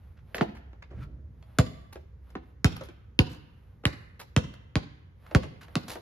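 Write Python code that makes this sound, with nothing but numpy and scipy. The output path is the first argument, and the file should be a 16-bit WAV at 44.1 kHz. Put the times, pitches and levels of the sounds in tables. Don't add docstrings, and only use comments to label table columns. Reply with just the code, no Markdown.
import sys
import numpy as np
from scipy import signal
from scipy.fft import rfft, irfft
from scipy.io import wavfile

SR = 44100
rng = np.random.default_rng(int(sys.argv[2]) if len(sys.argv) > 2 else 0)


def master(y):
    cut = np.clip(np.atleast_2d(y).T, -1, 1)
    pcm = np.round(cut * 32767)
    wavfile.write(sys.argv[1], SR, pcm.astype(np.int16))


N = 265041
TIME = np.arange(N) / SR
BLOW_TIME = TIME[:24576]


def undb(db):
    return 10 ** (np.asarray(db) / 20)


def unit(x):
    return x / np.sqrt(np.mean(x ** 2))


def curve(rows, at):
    rows = np.array(rows)
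    return np.interp(at, rows[:, 0], rows[:, 1])


def by_pitch(rows, hz):
    table_hz, *columns = np.transpose(rows)
    log_hz = np.log(np.maximum(hz, 1))
    return [np.interp(log_hz, np.log(table_hz), column) for column in columns]


def colour(x, rows):
    gain = undb(by_pitch(rows, np.fft.rfftfreq(len(x), 1 / SR))[0])
    return irfft(rfft(x) * gain, len(x))


def click(rows, size=1024):
    gain = undb(by_pitch(rows, np.fft.rfftfreq(size, 1 / SR))[0])
    cepstrum = irfft(np.log(gain))
    pulse = irfft(np.exp(rfft(2 * cepstrum[:size // 2], size) - cepstrum[0]))
    return pulse / np.abs(pulse).max()


def resonate(x, hz, width_hz):
    return signal.lfilter(*signal.iirpeak(hz, hz / width_hz, fs=SR), x)


def grains(count, spread_db):
    size, sign = rng.standard_normal((2, count))
    return sign * undb(spread_db * np.clip(size, -2, 2))


def surge(peak_s, rise_s, fall_s):
    age = TIME - peak_s
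    return np.exp(-np.abs(age) / np.where(age < 0, rise_s, fall_s))


# (time [s], lead of the left microphone [ms])
PLAYER_PLACE = [(0, -0.0093), (1.2, -0.17), (1.6, 0.029), (2.95, 0.2), (3.8, 0.085), (6, -0.038)]


def add(out, s, sound):
    lead_s = curve(PLAYER_PLACE, s) / 1000
    stereo = np.broadcast_to(sound, (2, sound.shape[-1]))
    for channel, start_s, part in zip(out, (s - lead_s / 2, s + lead_s / 2), stereo):
        i = max(int(round(start_s * SR)), 0)
        channel[i:i + len(part)] += part[:N - i]


def player():
    out = np.zeros((2, N))
    sources = ((bounce, BOUNCES), (landing, LANDINGS), (step, STEPS), (scuff, SCUFFS))
    for source, table in sources:
        for s, *row in table:
            add(out, s, source(*row))
    return out


# (time [s], thud level [dB], thud start [Hz], crack level [dB], crunch level [dB], grit level [dB],
#  nominal crust ring [Hz], ring level [dB])
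BOUNCES = [(1.5865, -6, 537, -5, -23, -11.5, 1536, -9.5), (2.6448, -6.5, 520, -10, -28, -9.5, 1894, -10),
           (3.1907, -7.5, 522, -9.5, -29.5, -15.5, 2727, -2.5),
           (3.8539, -12.5, 506, -13.5, -33.5, -16, 3060, -9),
           (4.3642, -8, 535, -14.5, -32, -12.5, 2520, -13.5),
           (4.7556, -12.5, 520, -13, -31.5, -21, 2376, -25.5),
           (5.3489, -5.5, 514, -24, -25, -17.5, 1535, -9.5), (5.755, -15.5, 800, -19, -34, -21, 2830, -29)]
BOUNCE_S = .018


def bounce(thud_db, start_hz, *crust):
    return blow(thud_db, start_hz, BOUNCE_S, *crust) + ball_ring(thud_db)


# (frequency [Hz], level [dB])
CRACK_COLOUR = [(100, -13), (400, 8.5), (800, -4), (1500, 8.5), (2500, -11), (4500, 6), (7000, -7.5),
                (11000, -13), (15000, -33)]
# (frequency [Hz], level [dB])
GRIT_COLOUR = [(200, 1.5), (700, -10.5), (1500, 6), (3000, 7), (5000, -6), (7000, -3), (11000, -10.5),
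               (15000, -35.5)]
RING_SPREAD = .14


def blow(thud_db, start_hz, length_s, crack_db, crunch_db, grit_db, ring_hz, ring_db, edge=0.13):
    t = BLOW_TIME
    glide_s = 0.00389
    phase = 2 * np.pi * start_hz * glide_s * np.log(1 + t / glide_s)
    age = t / length_s
    swell = (0.092 + age) / (1 + age ** 6.0)
    thud = swell * (np.sin(phase) - 0.044 * np.cos(2 * phase))
    sag_s = 0.0084
    ring_phase = 2 * np.pi * ring_hz * 1.13 * sag_s * np.log(1 + t / sag_s)
    ring_envelope = np.exp(-t / 0.002) * (1 - np.exp(-t / 0.00017))
    ring = undb(ring_db) * np.sin(ring_phase) * ring_envelope
    crunch = unit(resonate(grains(len(t), spread_db=6), 650, 510)) / (1 + (age / 0.57) ** 2.9)
    grit_envelope = np.exp(-t / 0.0013) + 0.047 * swell
    grit = unit(colour(rng.standard_normal(len(t)), GRIT_COLOUR)) * grit_envelope
    crack = click(CRACK_COLOUR)
    crack = np.pad(crack, (0, len(t) - len(crack)))
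    sound = undb(thud_db) * thud + undb(crunch_db) * crunch + undb(grit_db) * grit - undb(crack_db) * crack
    sideways = RING_SPREAD * ring - edge * undb(ring_db) * crack
    return sound + ring + yard(sound + sideways)


def modes(rows, detune, spread_db):
    t = BLOW_TIME
    chance = rng.standard_normal((len(rows), 2))
    total = 0
    for (hz, db, t60_s), (level_chance, pitch_chance) in zip(rows, chance):
        tone = np.sin(2 * np.pi * hz * (1 + detune * pitch_chance) * t)
        fade = np.exp(-np.log(1000) * t / t60_s)
        total = total + undb(db + spread_db * level_chance) * tone * fade
    return total


# (frequency [Hz], level re thud [dB], decay by 60 dB [s])
SHELL_MODES = [(288.4, -11.5, .06), (420.4, -22, 0.037), (507, -26, 0.11), (886, -26.5, 0.011),
               (1123, -23.5, 0.063)]
# (frequency [Hz], level re ping [dB], decay by 60 dB [s])
BALL_AIR_MODES = [(1010, 5, 0.27), (1466, 15.5, 0.18), (1560, -24.5, .25), (2040, -3.5, 1), (2190, -14, 1),
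                  (2940, -7, 1), (3430, -8.5, .55), (3500, -11.5, 0.79)]


def ball_ring(thud_db, ping_db=-53):
    onset = 1 - np.exp(-BLOW_TIME / 0.0026)
    shell = undb(thud_db) * modes(SHELL_MODES, detune=0.028, spread_db=4.5) * onset
    echoed_shell = shell + yard(shell)
    return echoed_shell + undb(ping_db + thud_db / 2) * modes(BALL_AIR_MODES, detune=0.0015, spread_db=1)


# (time [s], thud level [dB], thud start [Hz])
LANDINGS = [(0.41, -12.5, 678), (2.3531, -26, 872)]
LANDING_S, LANDING_RING_HZ = 0.012, 1200
LANDING_CRACK_DB, LANDING_CRUNCH_DB, LANDING_GRIT_DB, LANDING_RING_DB = -37, -9, -11.5, -3.5
SOLE_HZ = 3300


def landing(db, start_hz):
    sound = blow(db, start_hz, LANDING_S, db + LANDING_CRACK_DB, db + LANDING_CRUNCH_DB,
                 db + LANDING_GRIT_DB, LANDING_RING_HZ, db + LANDING_RING_DB)
    return signal.sosfilt(signal.butter(2, SOLE_HZ, fs=SR, output="sos"), sound)


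# (time [s], decay time [s], heel level [dB], heel pitch [Hz], grit level [dB])
STEPS = [(0.3455, .0034, -14, 300, -38), (0.3817, 0.0046, -18, 340, -34), (0.7308, .0037, -39.5, 290, -82),
         (0.907, .028, -47, 317, -75), (1.4263, .0031, -43, 507, -53), (1.956, .0075, -34.5, 390, -52),
         (2.809, .0084, -30.5, 431, -45), (2.887, 0.0057, -34.5, 280, -51), (3.837, .0056, -33, 460.5, -69),
         (5.311, 0.0098, -35.5, 467, -63), (5.433, .012, -33.5, 354, -45), (5.682, .0054, -39, 460, -64),
         (5.9553, .0075, -30, 410, -52)]
SLAP_HZ, SLAP_DB = 1300, -12


def step(length_s, heel_db, heel_hz, grit_db):
    t = BLOW_TIME
    heel = resonate(rng.standard_normal(len(t)), heel_hz, .8 * heel_hz)
    heel = unit(resonate(heel, heel_hz, 1.3 * heel_hz))
    slap = resonate(grains(len(t), spread_db=4), SLAP_HZ, .9 * SLAP_HZ)
    slap = unit(resonate(slap, SLAP_HZ, 1.6 * SLAP_HZ))
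    grit = unit(colour(grains(len(t), spread_db=10.0), GRIT_COLOUR))
    fade = np.exp(-t / length_s)
    touch = (1 - np.exp(-t / 0.00013)) * fade
    weight = (1 - np.exp(-t / 0.0035)) * fade
    sound = undb(heel_db) * heel * weight + (undb(heel_db + SLAP_DB) * slap + undb(grit_db) * grit) * touch
    return sound + yard(sound)


# (time [s], length [s], body level [dB], hiss level [dB])
SCUFFS = [(0.167, 0.037, -67.5, -92), (0.345, .026, -46.5, -42.5), (.41, 0.023, -46, -47),
          (0.547, 0.033, -55.5, -68), (0.8227, 0.0064, -43.5, -75), (1.924, 0.012, -52, -49.5),
          (2.3, 0.011, -65, -65.5), (2.7617, 0.0088, -42, -48.5), (2.83, 0.033, -59.5, -59),
          (3.29, 0.067, -58, -57), (4.192, 0.03, -48.5, -47), (4.537, 0.0058, -49, -53),
          (5.263, 0.0048, -49, -67.5), (5.607, 0.041, -53.5, -59.5), (5.876, 0.067, -48, -42.5)]
# (frequency [Hz], level [dB])
HISS_COLOUR = [(500, 3), (2000, -8), (4000, -2), (6500, -7.5), (9000, -6.5), (12500, -5), (15500, -19.5)]
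SCUFF_HZ = 1350
JUDDER_HZ, JUDDER = 57, 0.46


def scuff(length_s, body_db, hiss_db):
    age = BLOW_TIME / length_s
    pressure = np.minimum(age / 0.17, 1) / (1 + age ** 5.8)
    body = resonate(grains(len(age), spread_db=6), SCUFF_HZ, SCUFF_HZ)
    body = unit(resonate(body, SCUFF_HZ, 2 * SCUFF_HZ))
    hiss = unit(colour(grains(len(age), spread_db=15.0), HISS_COLOUR))
    slips = 1 - JUDDER * np.cos(2 * np.pi * JUDDER_HZ * BLOW_TIME)
    sound = pressure * slips * (undb(body_db) * body + undb(hiss_db) * hiss)
    return sound + yard(sound)


# (middle [s], half length [s], level [dB])
RUSTLES = [(0.044, 0.15, -71), (0.322, 0.062, -66.5), (1.561, 0.17, -68), (2.3, 0.067, -68.5),
           (2.48, 0.053, -73), (3.648, 0.2, -75), (5.306, 0.088, -60.5), (5.827, 0.17, -60.5)]
# (frequency [Hz], level [dB])
CLOTH_COLOUR = [(200, -2.5), (700, 6), (2000, -1.5), (4000, -10), (7000, -24.5), (12000, -11), (15000, -22)]


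def jacket():
    motion = sum(undb(db) * np.exp(-((TIME - s) / half_s) ** 2) for s, half_s, db in RUSTLES)
    sound = unit(colour(grains(N, spread_db=6), CLOTH_COLOUR)) * motion
    return sound + yard(sound)


# (frequency [Hz], width of the first of two filters [Hz], relative level [dB])
HOOP_MODES = [(72.6, 36, 9.5), (129, 28, -2.5), (250, 120, -17.5)]
NET_S, NET_DB, NET_RISE_S, NET_FALL_S = 1.038, -53.5, 0.043, 0.011
TUG_S, TUG_DB, TUG_RISE_S, TUG_FALL_S = 0.992, -39.5, 0.041, .07
POLE_DB, POLE_T60_S = -1, 2


def hoop(cord_hz=1400, cord_width_hz=800, hiss_db=-15, squeak_hz=1340, squeak_width_hz=70, squeak_db=0):
    cords = resonate(grains(N, spread_db=10.0), cord_hz, cord_width_hz)
    cords = unit(resonate(cords, cord_hz, 3 * cord_width_hz))
    cords = cords + undb(hiss_db) * unit(colour(grains(N, spread_db=11.0), HISS_COLOUR))
    shudder = 0
    for hz, width_hz, db in HOOP_MODES:
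        mode = resonate(rng.standard_normal(N), hz, width_hz)
        shudder = shudder + undb(db) * resonate(mode, hz, 2 * width_hz)
    shudder = unit(shudder)
    rub = surge(NET_S, NET_RISE_S, NET_FALL_S)
    pole = undb(POLE_DB) * surge(TUG_S, TUG_RISE_S, POLE_T60_S / np.log(1000))
    shake = surge(TUG_S, TUG_RISE_S, TUG_FALL_S) + pole
    squeak = resonate(cords, squeak_hz, squeak_width_hz)
    squeak = unit(resonate(squeak, squeak_hz, 2 * squeak_width_hz))
    net = undb(NET_DB) * rub * (cords + undb(squeak_db) * rub * squeak)
    sound = net + undb(TUG_DB) * shake * shudder
    return sound + yard(sound)


# (frequency [Hz], wall level [dB], trees level [dB],
#  trees' decay by 60 dB [s], left-right likeness [-1 to 1])
YARD_BANDS = [(60, -25.5, -17, 0.68, 1), (131.4, -25, -16.5, 0.79, 0.59), (253, -9.5, -11, .5, 0.96),
              (556, 2.5, -10.5, 0.72, -0.32), (1380, -7.5, -14, 1, -.35), (3050, -7, -12.5, 0.8, -0.33),
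              (4650, -7, -12, .55, -0.017), (8100, -13, -23, 0.5, -0.32), (14000, -8, -16.5, 0.81, 1)]


def yard(dry, wall_s=0.0082, wall_decay_s=0.014, trees_s=0.016, echo_s=.08, echo_width_s=0.0067, echo=0.87):
    t = BLOW_TIME
    centres = np.array(YARD_BANDS)[:, 0]
    shares = by_pitch(np.c_[centres, np.eye(len(YARD_BANDS))], np.fft.rfftfreq(len(t), 1 / SR))
    noise = rfft(rng.standard_normal((2, len(t))))
    wall = (t > wall_s) * np.exp(-np.abs(t - wall_s) / wall_decay_s)
    far = (t > trees_s) * (1 + echo * np.exp(-((t - echo_s) / echo_width_s) ** 2))
    response = 0
    for share, (_, wall_db, trees_db, t60_s, likeness) in zip(shares, YARD_BANDS):
        mid, side = irfft(noise * share)
        likeness = np.clip(likeness, -1, 1)
        opposed = np.array([side, -side])
        scatter = np.sqrt((1 + likeness) / 2) * mid + np.sqrt((1 - likeness) / 2) * opposed
        trees = far * np.exp(-np.log(1000) * t / t60_s)
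        power = (undb(wall_db) * unit(wall)) ** 2 + (undb(trees_db) * unit(trees)) ** 2
        response = response + scatter * np.sqrt(power / len(t))
    return signal.fftconvolve(dry[None], response, axes=1)[:, :len(dry)]


# (frequency [Hz], level [dB])
AIR_COLOUR = [(15, -30.5), (25, -5), (54, -17.5), (86, 6.5), (335, -19.5), (501, -19.5), (655, -32.5),
              (856, -29.5), (2130, -36.5), (2500, -44), (6900, -51), (8320, -67), (10000, -56),
              (12400, -52), (15000, -73.5)]
AIR_DB, RUMBLE_DB, RUMBLE_FADE_DB_PER_S = -55.5, -48, 1.65


def outdoors(side_db=-3, rumble_hz=64, rumble_width_hz=18):
    mid, side, low = rng.standard_normal((3, N))
    side = signal.sosfilt(signal.butter(1, 350, "high", fs=SR, output="sos"), unit(colour(side, AIR_COLOUR)))
    air = unit(colour(mid, AIR_COLOUR)) + undb(side_db) * np.array([side, -side])
    rumble = resonate(low, rumble_hz, rumble_width_hz)
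    rumble = unit(resonate(rumble, rumble_hz, 2 * rumble_width_hz))
    return undb(AIR_DB) * air + undb(RUMBLE_DB - RUMBLE_FADE_DB_PER_S * TIME) * rumble


def scene():
    return player() + jacket() + hoop() + outdoors()


LEFT_DB = -1.1
CEILING = .72
TOP_HZ = 16000


def record(dry, low_hz=34, dip_hz=8400, dip_width_hz=1500, treble_hz=13300):
    notched = dry - resonate(dry, dip_hz, dip_width_hz)
    heard = notched * undb([[LEFT_DB / 2], [-LEFT_DB / 2]])
    heard = signal.sosfilt(signal.butter(2, low_hz, "high", fs=SR, output="sos"), heard)
    heard = heard / (1 + (heard / CEILING) ** 6) ** (1 / 6)
    heard = signal.sosfilt(signal.butter(6, treble_hz, fs=SR, output="sos"), heard)
    return signal.sosfilt(signal.ellip(8, .2, 70, TOP_HZ, fs=SR, output="sos"), heard)


dry = scene()
out = record(dry)
master(out)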